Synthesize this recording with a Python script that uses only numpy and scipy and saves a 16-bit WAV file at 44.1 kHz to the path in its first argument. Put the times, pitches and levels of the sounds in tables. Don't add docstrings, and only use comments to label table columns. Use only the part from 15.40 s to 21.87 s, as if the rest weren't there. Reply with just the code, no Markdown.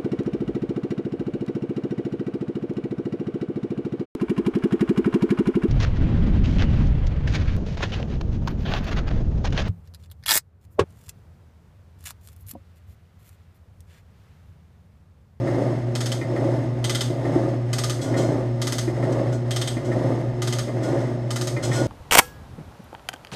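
import sys
import numpy as np
from scipy import signal
from scipy.fft import rfft, irfft, next_fast_len
from scipy.io import wavfile

SR = 44100
rng = np.random.default_rng(int(sys.argv[2]) if len(sys.argv) > 2 else 0)


def generate_wav(sig):
    pcm = np.round(np.clip(np.atleast_2d(sig).T, -1, 1) * 32767).astype(np.int16)
    wavfile.write(sys.argv[1], SR, pcm)


N = 285315
TIME = np.arange(N) / SR
GEAR_REST_DB = -35.5

# start_s, pawl_db, treble_db,
# clank_db, gear_load_db, thud_db, rod_turn_db, rod_speedup_db, hum_dip_delay_s, hum_change_db
STROKES = [(-0.337, -19, 3, 0, -0.5, -28, -40, -34.5, 0.29, 6),
           (0.5524, -18.5, 3, 0, -1.5, -4.5, -32.5, -33.5, .272, -8),
           (1.4422, -16.5, 4.5, 4.5, -0.7, 0, -46, -35.5, 0.33, -6),
           (2.3306, -16.5, 4.5, -2, 0, -3, -43, -31.5, 0.32, -21),
           (3.2167, -17.5, 5, -1, -0.5, -0.5, -37.5, -34, 0.25, -2),
           (4.1083, -18.5, 4, 4, -1, -2.5, -36, -32.5, 0.32, -15),
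           (5.0196, -18, 3.5, 0.5, -1.4, 1, -39, -41, 0.26, -4),
           (5.906, -19.5, 5.5, -4, -1.5, -0.5, -30.5, -27.5, 0.3, -31)]
# pitch_hz, level_db
GEAR_TONE = [(100, -29), (135, 1), (185, -9.5), (270, -3), (340, 2.5), (450, -8.5), (560, -2), (660, -7.5),
             (800, -17.5), (1100, -20.5), (2200, -56)]
# pitch_hz, level_db
RAIL_TONE = [(500, 7), (850, 7.5), (1100, -1), (1500, -1), (1850, 4), (2120, 3), (2350, -12.5), (3200, -10),
             (5200, -13), (5600, -17.5), (6500, -11), (7300, -20), (8100, -14), (9000, -21), (12000, -26.5),
             (15000, -50)]
# pitch_hz, width_hz, boost_db
BODY_PEAKS = [(151.6, 5.1, 4.5), (210, 14.5, 6.5), (235.6, 14, -12), (267.7, 10, 11), (316, 5.6, 3),
              (500, 12, 2), (546, 7.7, 11.5), (660, 33, 4.5), (762.6, 10.5, 5.5), (882, 13, 8),
              (1040, 20, -1), (1215, 36, 7.5), (1436, 14, 6), (5250, 78, 13)]


def from_db(db):
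    return 10 ** (np.asarray(db) / 20)


def rms_one(x):
    return x / np.sqrt(np.mean(x ** 2) + 1e-20)


def drift(rate_hz):
    step = 40
    count = N // step + 2
    hz = np.fft.rfftfreq(count, step / SR)
    slow = irfft(rfft(rng.standard_normal(count)) / (1 + (hz / rate_hz) ** 2))
    return np.interp(np.arange(N) / step, np.arange(len(slow)), rms_one(slow))


def colour(x, tone, peaks=()):
    size = next_fast_len(len(x), True)
    hz = np.fft.rfftfreq(size, 1 / SR) + 1e-3
    points, levels = np.transpose(tone)
    db = np.interp(np.log(hz), np.log(points), levels)
    for centre, width, peak_db in peaks:
        db = db + peak_db / (1 + (2 * (hz - centre) / width) ** 2)
    roll_off = np.minimum(1, hz / points[0]) ** 2 * np.minimum(1, points[-1] / hz) ** 2
    return rms_one(irfft(rfft(x, size) * from_db(db) * roll_off, size)[:len(x)])


def fade(t, fade_s):
    return np.exp(-np.log(1000) * t / fade_s)


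def ring(notes, t, spread_db):
    hz, db, fade_s = np.transpose(notes)[:, :, None]
    strength = from_db(db + spread_db * rng.standard_normal(hz.shape)) * rng.choice([-1, 1], hz.shape)
    return np.sum(strength * np.sin(2 * np.pi * hz * t) * fade(t, fade_s), axis=0)


def add(track, start_s, sound):
    start = round(start_s * SR)
    if 0 <= start < N:
        track[start:start + len(sound)] += sound[:N - start]


def swing(start_s, length_s):
    return np.sin(np.pi * np.clip((TIME - start_s) / length_s, 0, 1))


def drive_levels(turn_s=0.258, return_s=0.355):
    periods = np.diff([row[0] for row in STROKES])
    forward = back = load_db = 0
    for (start_s, _, _, _, gear_load_db, *_), period in zip(STROKES, [*periods, np.median(periods)]):
        speed = swing(start_s + turn_s, period - return_s)
        forward += speed
        load_db += gear_load_db * speed
        back += swing(start_s + turn_s - return_s, return_s)
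    gear_db = GEAR_REST_DB + 13 * forward + 0.5 * back + load_db
    ram_db = -47.5 + 9.5 * forward + 4 * back
    return gear_db, ram_db


def hum_dips(width_s=0.02, swell_delay_s=0.09, swell_share=0.15, steady_db=0.33):
    level_db = steady_db
    for start_s, *_, delay_s, change_db in STROKES:
        t = TIME - start_s - delay_s
        dip = np.exp(-(t / width_s) ** 2)
        swell = swell_share * np.exp(-((t - swell_delay_s) / width_s) ** 2)
        level_db += change_db * (dip - swell)
    return level_db


def motor(gear_db, wobble_hz=7, belt_rest_db=-34.5, follow_share=0.27):
    # pitch_hz, level_db, wobble_share (0 to 1)
    hum_notes = [(59.4, -51.5, 0.2), (120.33, -26.5, 0.03), (240.6, -40.5, 0.41), (359.8, -38, 0.36)]
    # pitch_hz, level_db
    belt_tone = [(12, -24), (28, -6.5), (60, -0.5), (92, -8), (112, 13), (138, 13.5), (175, -4),
                 (260, -5.5), (350, -3), (450, -20), (600, 0.5), (1000, -19), (2100, -25.5), (2600, -25),
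                 (6500, -38.5), (12000, -63)]
    hum = np.zeros(N)
    for hz, db, wobble in hum_notes:
        phase = 2 * np.pi * (hz * TIME + rng.random())
        note = (1 + wobble * drift(wobble_hz)) * np.sin(phase)
        pitch_waver = wobble * drift(wobble_hz) * np.cos(phase)
        hum += np.sqrt(2) * from_db(db) * (note + pitch_waver)
    belt_db = belt_rest_db + follow_share * (gear_db - GEAR_REST_DB)
    belts = from_db(belt_db) * colour(rng.standard_normal(N), belt_tone, BODY_PEAKS)
    return hum * from_db(hum_dips()) + belts


def gears(level_db, clashes_per_s=500, spread_db=2.4, churn_db=-3):
    sizes = from_db(spread_db * np.minimum(rng.exponential(1, N), 4)) * rng.choice([-1, 1], N)
    clashes = rms_one(sizes * (rng.random(N) < clashes_per_s / SR))
    churn = from_db(churn_db) * rng.standard_normal(N)
    return from_db(level_db) * colour(clashes + churn, GEAR_TONE, BODY_PEAKS)


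def ram(level_db):
    grip_db = drift(rate_hz=27)
    return from_db(level_db + grip_db) * colour(rng.standard_normal(N), RAIL_TONE, BODY_PEAKS)


def knocks(contact_s=0.0017, thud_trim_db=-1, falloff_db_per_octave=16):
    # delay_s, thud_db, strongest_rod_pitch_hz
    slack_knocks = [(0.259, -22.5, 2098), (0.408, -29, 1690)]
    # pitch_hz, level_db, fade_s
    column_notes = [(290, -0.5, 0.091), (322, 6.5, 0.039), (348, 3.5, 0.063), (560, -13.5, 0.017),
                    (620, -10, 0.066)]
    # pitch_hz, level_db, fade_s
    rod_notes = [(1314, 4, 0.11), (1850, 4.5, 0.15), (1910, -12, 0.1), (2064, 3, 0.13), (2174, -3, 0.1),
                 (2420, 4.5, 0.042)]
    # start_s, level_db
    bumps = [(1.047, -19), (1.958, -10), (2.048, -22), (2.154, -26), (5.524, -14), (5.685, -22)]
    out, t = np.zeros(N), TIME[:SR // 4]
    onset = 1 - np.exp(-t / contact_s)
    for start_s, *_, thud_db, turn_db, speedup_db, _, _ in STROKES:
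        for (delay_s, column_db, strongest_hz), rod_db in zip(slack_knocks, (turn_db, speedup_db)):
            judder = from_db(-1) * colour(rng.standard_normal(len(t)), GEAR_TONE) * fade(t, 0.2)
            column = ring(column_notes, t, spread_db=1.5)
            thud = from_db(column_db + thud_db + thud_trim_db) * (column + judder)
            rattle = from_db(-2) * colour(rng.standard_normal(len(t)), RAIL_TONE) * fade(t, 0.12)
            notes = [(hz, db - falloff_db_per_octave * abs(np.log2(hz / strongest_hz)), fade_s)
                     for hz, db, fade_s in rod_notes]
            rod = from_db(rod_db) * (from_db(-4) * ring(notes, t, spread_db=0.5) + rattle)
            add(out, start_s + delay_s, onset * (thud + rod))
    for start_s, db in bumps:
        add(out, start_s, onset * from_db(db + thud_trim_db) * ring(column_notes, t, spread_db=1.5))
    return workshop_echo(out)


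def workshop_echo(x, echo_db=-7, fade_s=0.15):
    t = TIME[:SR // 2]
    tail = rng.standard_normal(len(t)) * fade(t, fade_s) * (t > 0.005)
    return x + from_db(echo_db) * signal.fftconvolve(x, tail / np.linalg.norm(tail))[:N]


def ratchet(echo_s=0.0058, alike_share=0.65, edge_hz=6000, clank_hz=(2880, 3700), build_s=0.001):
    # pitch_hz, level_db
    wheel_tone = [(400, 9.5), (900, -0.5), (1300, 4.5), (2050, 3), (2450, -4), (3150, 3), (4000, 1.5),
                  (5300, 3), (5650, -6), (6200, 4), (7450, -4), (8100, -2), (9300, -8.5), (12200, -12.5),
                  (15000, -35)]
    # pitch_hz, level_db, fade_s
    wheel_notes = [(1222, 3.5, 0.11), (1405, -2.5, 0.11), (1510, -9, 0.058), (2034, 2.5, 0.11),
                   (2530, -1, 0.06), (3050, 4.5, 0.049), (3180, -3, 0.076), (3200, -3, 0.2),
                   (3400, -5, 0.072), (3580, -4, 0.2), (3900, -3, 0.14), (4340, -3, 0.11),
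                   (4740, -5, 0.058), (5170, 1.5, 0.078), (5350, 2, 0.089), (5960, -8, 0.22),
                   (6600, -15, 0.093), (6480, -6, 0.23), (6890, -7.5, 0.2), (7925, -10, 0.19),
                   (8300, -6, 0.29), (11200, -22, 0.17)]
    # delay_s, level_db
    teeth = [(0, -1.1), (0.0533, -0.2), (0.106, 0), (0.166, -0.44)]
    out, t = np.zeros(N), TIME[:SR // 3]
    echo = from_db(-0.5) * fade(np.abs(t - echo_s), 0.051) * (t > echo_s)
    room_tail = from_db(-8.5) * fade(t, 0.41) * (t > echo_s)
    crack_shape = np.sqrt(fade(t, 0.033) ** 2 + echo ** 2 + room_tail ** 2)
    shared_noise = np.sqrt(alike_share) * rng.standard_normal(len(t))
    treble_filter = signal.butter(1, edge_hz, "high", fs=SR, output="sos")
    clank_filter = signal.butter(1, clank_hz, "band", fs=SR, output="sos")
    for start_s, pawl_db, treble_db, clank_db, *_ in STROKES:
        for delay_s, tooth_db in teeth:
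            own_noise = np.sqrt(1 - alike_share) * rng.standard_normal(len(t))
            crack = from_db(-9) * colour(shared_noise + own_noise, wheel_tone) * crack_shape
            click = crack + from_db(-21) * ring(wheel_notes, t, spread_db=3)
            click += (from_db(clank_db) - 1) * signal.sosfilt(clank_filter, click)
            edge = signal.sosfilt(treble_filter, click)
            body = (click - edge) * (1 - np.exp(-t / build_s))
            add(out, start_s + delay_s, from_db(pawl_db + tooth_db) * (from_db(treble_db) * edge + body))
    return out


def scrapes(rough_db=0.5, ring_s=0.1):
    # start_s, level_db, rise_s, fade_s
    catches = [(2.610, -34.5, 0.0094, 0.46), (2.761, -33.5, 0.021, 0.46), (3.721, -40, 0.0035, 0.097),
               (3.924, -39.5, 0.004, 0.23), (4.445, -45, .008, 0.53), (5.420, -40, 0.019, 0.56),
               (5.600, -48, 0.0067, 0.18), (6.222, -30, 0.015, 0.39), (6.312, -31, .05, 0.46)]
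    # pitch_hz, level_db
    tool_tone = [(700, 3), (2000, -1.5), (2400, -5.5), (3200, 2), (5000, 1.5), (6500, 1), (7400, -3),
                 (8400, -1.5), (9300, -8), (11500, -12), (15000, -28)]
    # pitch_hz, width_hz, boost_db
    tool_peaks = [(1443, 22, 23), (2114, 40, 19.5), (3090, 28, 10.5), (3350, 36, 6.5), (4260, 70, -12),
                  (4200, 26, 16), (5120, 110, 14.5), (5850, 28, 4), (6450, 140, 7), (7100, 35, 7),
                  (7990, 80, 11), (9350, 100, 9), (11000, 80, 6)]
    force, t = np.zeros(N), TIME[:SR // 5]
    for start_s, db, rise_s, fade_s in catches:
        age = TIME - start_s
        force += from_db(db) * np.clip(age / rise_s, 0, 1) * fade(np.maximum(age - rise_s, 0), fade_s)
    friction = rng.standard_normal(N)
    holder_ring = rng.standard_normal(len(t)) * fade(t, ring_s)
    holder = rms_one(signal.fftconvolve(friction, holder_ring)[:N])
    roughness = from_db(rough_db * drift(rate_hz=70))
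    return force * roughness * colour(friction + holder, tool_tone, tool_peaks)


def scene():
    gear_db, ram_db = drive_levels()
    return (motor(gear_db) + gears(gear_db) + ram(ram_db) + ratchet() + knocks() + scrapes())[None]


def record(dry):
    cutoff_hz = 15700
    return signal.sosfilt(signal.ellip(10, 0.1, 90, cutoff_hz, fs=SR, output="sos"), dry)


dry = scene()
out = record(dry)
generate_wav(out)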